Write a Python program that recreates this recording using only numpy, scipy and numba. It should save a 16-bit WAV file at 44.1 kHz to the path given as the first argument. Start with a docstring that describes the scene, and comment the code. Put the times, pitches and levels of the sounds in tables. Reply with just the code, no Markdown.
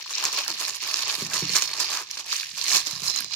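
"""Puppy tugging a crinkle toy

A puppy bites and tugs a plush toy with crinkle film inside, close to a phone in a room with a wooden floor.
The film buckles in short clusters of clicks, louder when the toy is worked hard; two hollows colour them.
Paws ring the floor boards as decaying sines; falling knocks and a thin squeak are gliding sines.
Shaped noise makes the low rumble. The two microphone ports nearly agree in the bass and part in the treble."""
import sys
import numpy as np
from scipy import signal
from scipy.fft import rfft, irfft
from scipy.io import wavfile
from scipy.ndimage import uniform_filter1d
from numba import njit

SR = 44100
rng = np.random.default_rng(int(sys.argv[2]) if len(sys.argv) > 2 else 0)


def generate_wav(signal):
    """Clip the signal to [-1, 1] and save it as 16-bit WAV at the path in sys.argv[1]."""
    frames = np.transpose(np.atleast_2d(signal))
    scaled = np.clip(frames, -1, 1) * 32767
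    pcm = np.round(scaled).astype(np.int16)
    wavfile.write(sys.argv[1], SR, pcm)


N = 147735


def undb(db):
    """Decibels to an amplitude factor."""
    return 10 ** (np.asarray(db) / 20)


def rms(x):
    """Root mean square level."""
    return np.sqrt(np.mean(x ** 2))


def on_log(table, hz):
    """A (Hz, dB) table read on a log frequency axis."""
    f, db = np.array(table, float).T
    return np.interp(np.log(np.maximum(hz, 1)), np.log(np.maximum(f, 1)), db)


def causal(db):
    """Short causal (minimum-phase) response with the given gains on an even frequency grid."""
    cepstrum = irfft(db * np.log(10) / 20)
    cepstrum[1:len(db) - 1] *= 2
    cepstrum[len(db):] = 0
    return irfft(np.exp(rfft(cepstrum)))


# Swell of the low rumble under the take. Each row: time in seconds, level in dB before RUMBLE_GAIN_DB.
RUMBLE_LEVEL = [(0.0, -78), (0.23, -85), (0.38, -71), (0.45, -73), (0.58, -72), (1.2, -65), (1.34, -58),
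                (1.41, -59), (1.56, -67), (1.87, -65), (2.02, -70), (2.23, -75), (3.13, -61), (3.27, -75),
                (3.35, -69)]
# Colour of the rumble in the room. Each row: frequency in Hz, relative level in dB per Hz.
RUMBLE_SPECTRUM = [(15, -55), (25, -10), (86, 2), (128, 6), (151, 3), (172, -2.5), (251, -10), (400, -11),
                   (520, -12), (880, -120)]
RUMBLE_GAIN_DB = 3
RUMBLE_SIDE = .2  # amount of opposite noise at the two ports


def room_tone():
    """A low rumble of shaped noise that swells as the dog moves, nearly the same at both ports."""
    hz = np.arange(N // 2 + 1) * SR / N
    gain = undb(on_log(RUMBLE_SPECTRUM, hz)) * (hz > 15)
    mid, side = irfft(rfft(rng.standard_normal((2, N))) * gain, N)
    level = undb(RUMBLE_GAIN_DB + np.interp(np.arange(N) / SR, *np.array(RUMBLE_LEVEL).T))
    return level / rms(mid) * (mid + RUMBLE_SIDE * side * np.array([[1], [-1]]))


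# Hollow knocks that fall in pitch.
# Each row: start in seconds, level in dB before rise and fade, start pitch in Hz, fall in Hz per second.
FALLING_KNOCKS = [(0.493, -44, 375, 2300), (1.213, -37.5, 418, 1780), (1.419, -35.5, 385.6, 2220)]
FALL_RISE_S, FALL_T60_S = .004, 0.25


def falls():
    """Short low tones that sag in pitch, by an octave at most, as they fade."""
    out = 0
    for at, db, hz, fall in FALLING_KNOCKS:
        t = np.maximum(np.arange(N) / SR - at, 0)
        pitch = np.maximum(hz - fall * t, hz / 2)
        rise = 1 - np.exp(-t / FALL_RISE_S)
        fade = undb(db - 60 * t / FALL_T60_S)
        out = out + fade * rise * np.sin(2 * np.pi * np.cumsum(pitch) / SR)
    return out


# A thin squeak that glides down. Each row: time in seconds, pitch in Hz, level in dB before the port gains.
SQUEAK_GLIDE = [(2.92, 10600, -85), (2.945, 10350, -60), (2.975, 9850, -60), (3.0, 9400, -64),
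                (3.02, 9300, -85)]


def squeak():
    """A faint whistle, its gliding sine made unsteady by smoothed noise, louder at the right port."""
    at, hz, db = np.array(SQUEAK_GLIDE).T
    t = np.arange(N) / SR
    rough = 1 + 4.0 * uniform_filter1d(rng.standard_normal(N), size=200)
    level = undb(np.interp(t, at, db, -140, -140))
    pitch = np.interp(t, at, hz)
    tone = level * rough * np.sin(2 * np.pi * np.cumsum(pitch) / SR)
    return tone * np.array([[.4], [1.6]])  # left, right


# Paws on the boards. Each row: start in seconds, level in dB before THUD_GAIN_DB, length of the push in
# seconds, pitch of that spot as a ratio to the board modes.
PAW_THUDS = [(0.236, -40.5, 0.0061, 0.73), (0.325, -52, 0.0019, 1.15), (0.496, -47, 0.0013, 1.12),
             (0.677, -59, 0.0031, 1.0), (0.841, -56, 0.002, 0.86), (1.177, -40, 0.0014, 0.92),
             (1.216, -27, 0.0023, 1.11), (1.246, -36, 0.0042, 1.02), (1.275, -39, 0.0037, 1.14),
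             (1.339, -39, 0.0034, 1.0), (1.419, -23, 0.0025, 0.94), (1.442, -32.5, 0.0038, 0.91),
             (1.471, -34, 0.0046, 0.91), (1.493, -33.5, 0.0018, 0.96), (1.528, -40, 0.0016, 1.02),
             (2.247, -61, 0.0031, 1.06), (2.527, -49, 0.0032, 1), (2.736, -38.5, 0.0016, 0.96),
             (2.921, -33.5, 0.005, .85), (2.956, -42, 0.004, 1.1), (3.016, -36.5, 0.003, 0.86),
             (3.049, -50, 0.003, 1.1), (3.1, -52, 0.0049, 0.95), (3.158, -50, 0.0026, 1),
             (3.201, -41, 0.0033, 1.28), (3.226, -45, 0.0035, .85), (3.259, -49, 0.0035, 0.84),
             (3.305, -58, 0.0051, 0.64)]
# Modes of the wooden floor. Each row: frequency in Hz before the spot's ratio, level in dB before the
# paw's own spread, time to fall by 60 dB in seconds.
BOARD_MODES = [(108, -1, 0.051), (145.7, -1.5, 0.27), (187, 2.5, 0.23), (240, 1.5, 0.088),
               (320, -2.5, 0.15), (399, 3.5, 0.053), (513, 3, 0.082)]
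THUD_GAIN_DB, PAW_SPREAD_DB = -8.5, 2
BASS_CUT_HZ = 91


def thuds():
    """A soft push of a paw rings the floor boards: decaying sines smoothed over the length of the push."""
    t = np.arange(int(.4 * SR)) / SR
    out = np.zeros(N + SR)
    turns = rng.standard_normal((len(PAW_THUDS), len(BOARD_MODES)))
    for (at, db, push, pitch), turn in zip(PAW_THUDS, turns):
        ring = np.zeros(len(t))
        for k, (hz, mode_db, t60) in enumerate(BOARD_MODES):
            decay = undb(mode_db + PAW_SPREAD_DB * turn[k] - 60 * t / t60)
            ring += (-1) ** k * decay * np.sin(2 * np.pi * pitch * hz * t)
        pad = np.hanning(max(int(push * SR), 3))
        thud = np.convolve(ring, pad / pad.sum())[:len(t)]
        start = int(at * SR)
        out[start:start + len(t)] += undb(db + THUD_GAIN_DB) * thud
    return signal.sosfilt(signal.butter(2, BASS_CUT_HZ, "high", fs=SR, output="sos"), out[:N])


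ECHO_DB, ECHO_T60_S = -10.5, .2


def room(x):
    """The room's short tail is fading noise, shared by the ports in the bass and separate in the treble."""
    t = np.arange(int(.4 * SR)) / SR
    noise = rng.standard_normal((2, len(t)))
    low = signal.sosfilt(signal.butter(2, 1600, fs=SR, output="sos"), noise)
    unit_energy = np.sqrt(2 * np.log(1000) / ECHO_T60_S / SR)
    shape = undb(ECHO_DB - 60 * t / ECHO_T60_S) * unit_energy * (t > .003)
    tail = (noise - low + low[0]) * shape
    return x + signal.fftconvolve(x, tail, axes=1)[:, :N]


@njit
def band(x, hz, width):
    """Resonant band-pass whose centre may move every sample, gain 1 at the centre."""
    y, b, l = np.empty(len(x)), 0., 0.  # b and l are the band and low states
    for i in range(len(x)):
        g, k = np.tan(np.pi * hz[i] / 44100), width / hz[i]
        v = (b + g * (x[i] - l)) / (1 + g * (g + k))
        b, l, y[i] = 2 * v - b, l + 2 * g * v, k * v
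    return y


# Two hollows of the toy that colour the crackle.
# Each row: time in seconds, lower pitch in Hz, upper pitch in Hz, share added in dB.
TOY_HOLLOWS = [(0, 4320, 5660, -2), (.5, 4350, 5130, -4.5), (1.0, 4500, 5130, -3.5), (1.5, 4330, 5600, -1),
               (1.85, 4400, 5000, 3), (2.2, 5360, 6000, -23), (2.45, 4240, 6040, -18),
               (2.75, 4230, 5240, -2.5), (2.95, 4000, 5130, 1.5), (3.1, 4140, 5120, 5.5),
               (3.35, 4100, 4870, 5)]
HOLLOW_WIDTH_HZ = 142.


def hollows(x):
    """The toy's two hollows ring along as moving resonances and shift as it is squeezed."""
    table = np.array(TOY_HOLLOWS, float).T
    low, high, db = (np.interp(np.arange(N) / SR, table[0], column) for column in table[1:])
    ports = []
    for port in x:
        ringing = band(port, low, HOLLOW_WIDTH_HZ) + band(port, high, HOLLOW_WIDTH_HZ)
        ports.append(port + undb(db) * ringing)
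    return np.array(ports)


# Colour of the crinkle film. Each row: frequency in Hz, relative level in dB per Hz.
FILM_COLOUR = [(150, -46.5), (260, -28), (326, -18), (415, -17), (528, -21.5), (586, -16), (759, -15.5),
               (1110, -7), (1460, -15), (1740, -8), (1970, -11), (2420, -4), (3360, -6.5), (3700, -4),
               (4350, -1), (5600, -3), (6940, -6.5), (8250, -17), (11900, -23.5), (15100, -30),
               (16200, -41)]
# Difference between the microphone ports. Each row: frequency in Hz, left minus right in dB.
PORT_DIFFERENCE = [(1300, 0.5), (2400, 1.5), (4400, -6.5), (6000, -7.5), (8100, -7), (11000, -12.5),
                   (15000, -5)]
# Where the toy is held before the phone. Each row: time in seconds, left minus right in dB, before
# scaling by the share that differs between the ports.
TOY_SIDEWAYS = [(0, 10), (.8, -1), (2.3, 1), (3.35, -6.5)]
BUCKLE_S = .0011  # standard deviation of click times about the middle of a cluster
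MAIN_CLICK = 1.75  # size of the middle click against the others' standard deviation
LAG_S, LAG_SPREAD_S = -0.000073, .00008  # left behind right, negative when left leads
LOW_HZ, HIGH_HZ = 1600, 7986  # edges of the low and high parts
APART_HZ = 2620  # around this the ports begin to hear each click at different strength
APART_MOST = 0.72  # largest share of a click that differs between the ports


def film(t, db, low_db, high_db, colour_db, count):
    """Each buckle is a swelling and fading cluster of clicks with its own colour and lag between the ports."""
    grid = np.linspace(0, SR / 2, 1025)
    centres = 250 * 2 ** np.arange(0, 6.5, .5)  # half-octave bands, Hz
    each = rng.standard_normal((len(t), len(centres) + 1))  # colour per band, then lag
    hit = rng.standard_normal((len(t), count, 4))  # time, shared size, left size, right size
    hit[:, 0, 0] = 0
    hit[:, 0, 1:] = MAIN_CLICK * np.sign(hit[:, 0, 1:])
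    side_db = np.interp(t, *np.array(TOY_SIDEWAYS).T)[:, None]
    late = BUCKLE_S * hit[..., 0]
    lag = (LAG_S + LAG_SPREAD_S * each[:, -1:]) / 2
    out = np.zeros((2, N))
    for k, hz in enumerate(centres):
        tilt = low_db * (hz < LOW_HZ) + high_db * (hz > HIGH_HZ)
        size = undb(db + tilt + colour_db * each[:, k])[:, None]
        bell = np.maximum(-6 * (np.log2(np.maximum(grid, 1) / hz) / .5) ** 2, -50)
        apart = APART_MOST / (1 + (APART_HZ / hz) ** 3)
        for port, sign in enumerate((1, -1)):  # left, right
            clicks = np.sqrt(1 - apart) * hit[..., 1] + np.sqrt(apart) * hit[..., 2 + port]
            clicks = clicks / np.sqrt(np.sum(clicks ** 2, axis=1, keepdims=True))  # same energy per cluster
            clicks = size * clicks * undb(sign * apart * side_db / 2)
            at = np.clip(((t[:, None] + late + sign * lag) * SR).astype(int), 0, N - 1)
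            train = np.bincount(at.ravel(), clicks.ravel(), N)
            ring = causal(bell + on_log(FILM_COLOUR, grid) + sign * on_log(PORT_DIFFERENCE, grid) / 2)
            out[port] += signal.oaconvolve(train, ring)[:N]
    return out


# How hard the toy is worked. Each row: time in seconds, crackle level in dB before CRACKLE_GAIN_DB, low part
# and high part in dB, both taken against their average over the buckles.
TUG_STRENGTH = [(0.0, -35, -3.5, -7), (0.041, -45, -29, -24), (0.11, -36.5, -3.5, -0.5),
                (0.14, -33.5, -16.5, -13.5), (0.251, -30.5, -1.5, -8), (0.321, -38, -8.5, -14.5),
                (0.33, -29, -4, -2.5), (0.37, -29.5, -13, -17), (0.38, -26, -2.5, -6.5),
                (0.47, -40.5, -15.5, -18), (0.48, -32.5, 0.5, -5.5), (0.57, -40, -14, -9.5),
                (0.611, -29, -4, -4.5), (0.67, -36.5, -12.5, -9), (0.68, -31, -1, 0), (0.74, -43, -10, -8),
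                (0.75, -36, -6, 0), (0.791, -42, -19, -14), (0.84, -33.5, -7.5, -11.5),
                (1.031, -31, -8, -7), (1.05, -36.5, -6.5, -21), (1.091, -28.5, -6, -8.5),
                (1.27, -38, -7.5, -6.5), (1.289, -42.5, 0, -16), (1.339, -30.5, -2, -2.5),
                (1.47, -35, -13, -16.5), (1.54, -28, -14.5, -8), (1.558, -23, -0.5, -3),
                (1.599, -29, -11.5, -5.5), (1.69, -36.5, -6, -9.5), (1.789, -35, -3.5, -9),
                (1.809, -27, -3.5, -6), (1.87, -34.5, -9.5, -15), (1.92, -31, -4, -6.5),
                (2.021, -38.5, 1, -5.5), (2.05, -45.5, -15, -17), (2.201, -35.5, -8.5, -8),
                (2.231, -47.5, -5, -14), (2.322, -30, -14, -8.5), (2.549, -43, -18.5, -9.5),
                (2.579, -35, -6, -5), (2.62, -33, -14.5, -10), (2.76, -23, -5.5, -2.5),
                (2.839, -40, -14.5, -13), (2.86, -36, -6.5, -10), (2.99, -40.5, -9, -9),
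                (3.08, -32, -8, -3.5), (3.13, -38.5, -12, -11), (3.16, -31.5, -10.5, -10),
                (3.289, -48.5, -11.5, -21), (3.34, -34.5, -9.5, -18), (3.35, -45, -7, -20)]
CRACKLES_PER_S, CRACKLE_GAIN_DB, CRACKLE_COLOUR_DB = 1700, 13.5, 4.5
CRACKLE_SPREAD_DB, BIGGEST_CRACKLE_DB = 2, 5.5  # mean before the limit, and limit, over the smallest


def crackle():
    """Many small buckles at random moments and of scattered size, their level following the tug."""
    chance = rng.random((int(CRACKLES_PER_S * N / SR), 2))
    t = chance[:, 0] * N / SR
    tug = np.array(TUG_STRENGTH).T
    level, low, high = (np.interp(t, tug[0], column) for column in tug[1:])
    size_db = np.minimum(-CRACKLE_SPREAD_DB * np.log(1 - chance[:, 1]), BIGGEST_CRACKLE_DB)
    power_db = 10 * np.log10(np.mean(undb(2 * size_db)) * len(t) / N)  # mean power per sample
    db = level + size_db - power_db + CRACKLE_GAIN_DB
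    return film(t, db, low - low.mean(), high - high.mean(), CRACKLE_COLOUR_DB, count=4)


# Loudest snaps of the film, close to the phone. Each row: middle in seconds, level in dB before SNAP_GAIN_DB,
# extra low part in dB, extra high part in dB, both before the limit of 6 dB either way.
FILM_SNAPS = [(0.0082, -23, 0, 3), (0.016, -36, 2, 4), (0.027, -18, -3, 3), (0.04, -29, -1, -4),
              (0.0613, -20.5, 7, 3), (0.079, -27, -8, 5), (0.109, -22, -11, -2), (0.128, -20, 8, 6),
              (0.1824, -6.5, 2.5, -3), (0.1946, -25, -7, 2), (0.2257, -14, 15, -2), (0.2407, -9, -2, 7),
              (0.245, -18, -3, 3), (0.2532, -7, -11, 7), (0.274, -17, 7, 6), (0.3047, -23, -5, 7),
              (0.3196, -15, 7, 0), (0.3323, -28, 7, 4), (0.3483, -12, 2, -4), (0.3624, -20, 1, 7),
              (0.382, -4.5, 1, -3), (0.439, -13, 0, -11), (0.4486, -15, 3, 6), (0.4647, -18, 8, 0),
              (0.4796, -9, -2, 4), (0.4946, -15, -2, -10), (0.503, -11, 5, 6), (0.546, -26, 9, 3),
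              (0.554, -18, 3, 0), (0.568, -19, -2, 0), (0.5809, -27, -4, 0), (0.6224, -13, 11, -3),
              (0.6334, -14, -2, 8), (0.6862, -21.4, 0, -3), (0.714, -25.1, 0, -4), (0.743, -23, -3, -2),
              (0.7637, -21.2, -4, -4), (0.7986, -28.7, -2, 0), (0.822, -23, 5, -1), (0.829, -9, 3, -1),
              (0.8383, -13, -4, -9), (0.8532, -23, 1, -6), (0.867, -20, 8, -3), (0.8765, -10, -6, 3),
              (0.886, -25, 12, 0), (0.898, -15, -20, 7), (0.9198, -26, 0, 1), (0.9422, -9, 8, -3),
              (0.959, -16, -2, 9), (0.9784, -18, -1, 9), (1.0182, -15, 4, -3), (1.033, -15, 9, 3),
              (1.126, -14, -3, -6), (1.152, -10, -8, 4), (1.2114, -11.5, -1, -2), (1.223, -26, 7, 8),
              (1.2658, -16, 4, 7), (1.2994, -23, 2, 8), (1.3143, -16, -7, 5), (1.335, -6, 0, -5),
              (1.365, -25, 7, 3), (1.392, -18, -5, 7), (1.397, -17, -6, 4), (1.407, -14, -1, 7),
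              (1.435, -22, 3, 9), (1.4505, -31, 5, 8), (1.4597, -27, 4, -5), (1.48, -26, -4, 13),
              (1.488, -29, -8, -3), (1.4943, -9, -3, 0), (1.5022, -20, -11, 13), (1.5668, -7, 2, 7),
              (1.6232, -6, 5, 6), (1.653, -15, -3, -8), (1.677, -22.7, -9, -8), (1.6934, -24, -4, -2),
              (1.72, -31, 3, 5), (1.7356, -12, 9, -8), (1.803, -3, -1, 3), (1.8698, -23, 0, 3),
              (1.9048, -22, 4, 7), (1.9468, -21, -2.5, 4.5), (1.971, -19, -5, 4), (1.991, -23, 4, 1),
              (1.9995, -22, 2, -2), (2.0902, -28, 0, -10), (2.112, -11, -9, -0.5), (2.117, -30, -9, -6),
              (2.1526, -39, 0, 1), (2.172, -19, 21, 2), (2.195, -38, 11, 4), (2.2073, -37, 8, 3),
              (2.262, -20, 7, 5), (2.291, -32, -4.5, -2), (2.3285, -7, 14, 0), (2.3657, -14, 0, 14),
              (2.381, -20, -4, 5), (2.3868, -19, 1, 1), (2.4193, -15, -12, -5), (2.4841, -34, 1, -5),
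              (2.5827, -23.1, 0, -1), (2.64, -23, 7, 3), (2.66, -26, 0, 5), (2.6832, -12, -6, -12),
              (2.7516, -21, 8, -16), (2.7691, -7, -0.5, -9), (2.864, -15, -4, -16), (2.8707, -12, 6, 8),
              (2.879, -16, -5, 9), (2.903, -25, -5, 3), (2.911, -13.5, -3.5, 7.5), (2.9315, -23, 8, 0),
              (2.9437, -25, -2, 2), (2.952, -31, 7, 3), (2.99, -27, -4, 6), (3.041, -16, 4, 2),
              (3.0543, -13, -5, -6), (3.0747, -19, -1, -8), (3.0993, -6.5, 3, -10), (3.1108, -32, -3, 0),
              (3.1403, -13, 4, -3), (3.1623, -13, 5, 6), (3.177, -15, -10, -3), (3.1885, -8, -5.5, -4),
              (3.2067, -10.5, 3.5, 2.5), (3.223, -14, 0.5, -2), (3.245, -11, 0.5, 1), (3.2633, -29, 7, -5),
              (3.3089, -17, 3, -3), (3.3356, -21.5, 5, 5)]
SNAP_GAIN_DB, SNAP_COLOUR_DB = 23.5, 2


def snaps():
    """The single loud buckles, each a fuller cluster of clicks."""
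    t, db, low, high = np.array(FILM_SNAPS).T
    low, high = np.clip([low, high], -6, 6)
    return film(t, db + SNAP_GAIN_DB, low, high, SNAP_COLOUR_DB, count=14)


def scene():
    """The film rings in the toy's hollows and the room; the other sounds reach the ports without the tail."""
    toy = room(hollows(crackle() + snaps()))
    return room_tone() + falls() + squeak() + thuds() + toy


CEILING, TOP_HZ = .9, 16300  # full-scale amplitude, upper edge of the phone


def record(dry):
    """The phone rounds the loudest peaks and cuts the top."""
    cut = signal.ellip(12, .2, 90, TOP_HZ, fs=SR, output="sos")
    return signal.sosfilt(cut, CEILING * np.tanh(dry / CEILING))


dry = scene()
out = record(dry)
generate_wav(out)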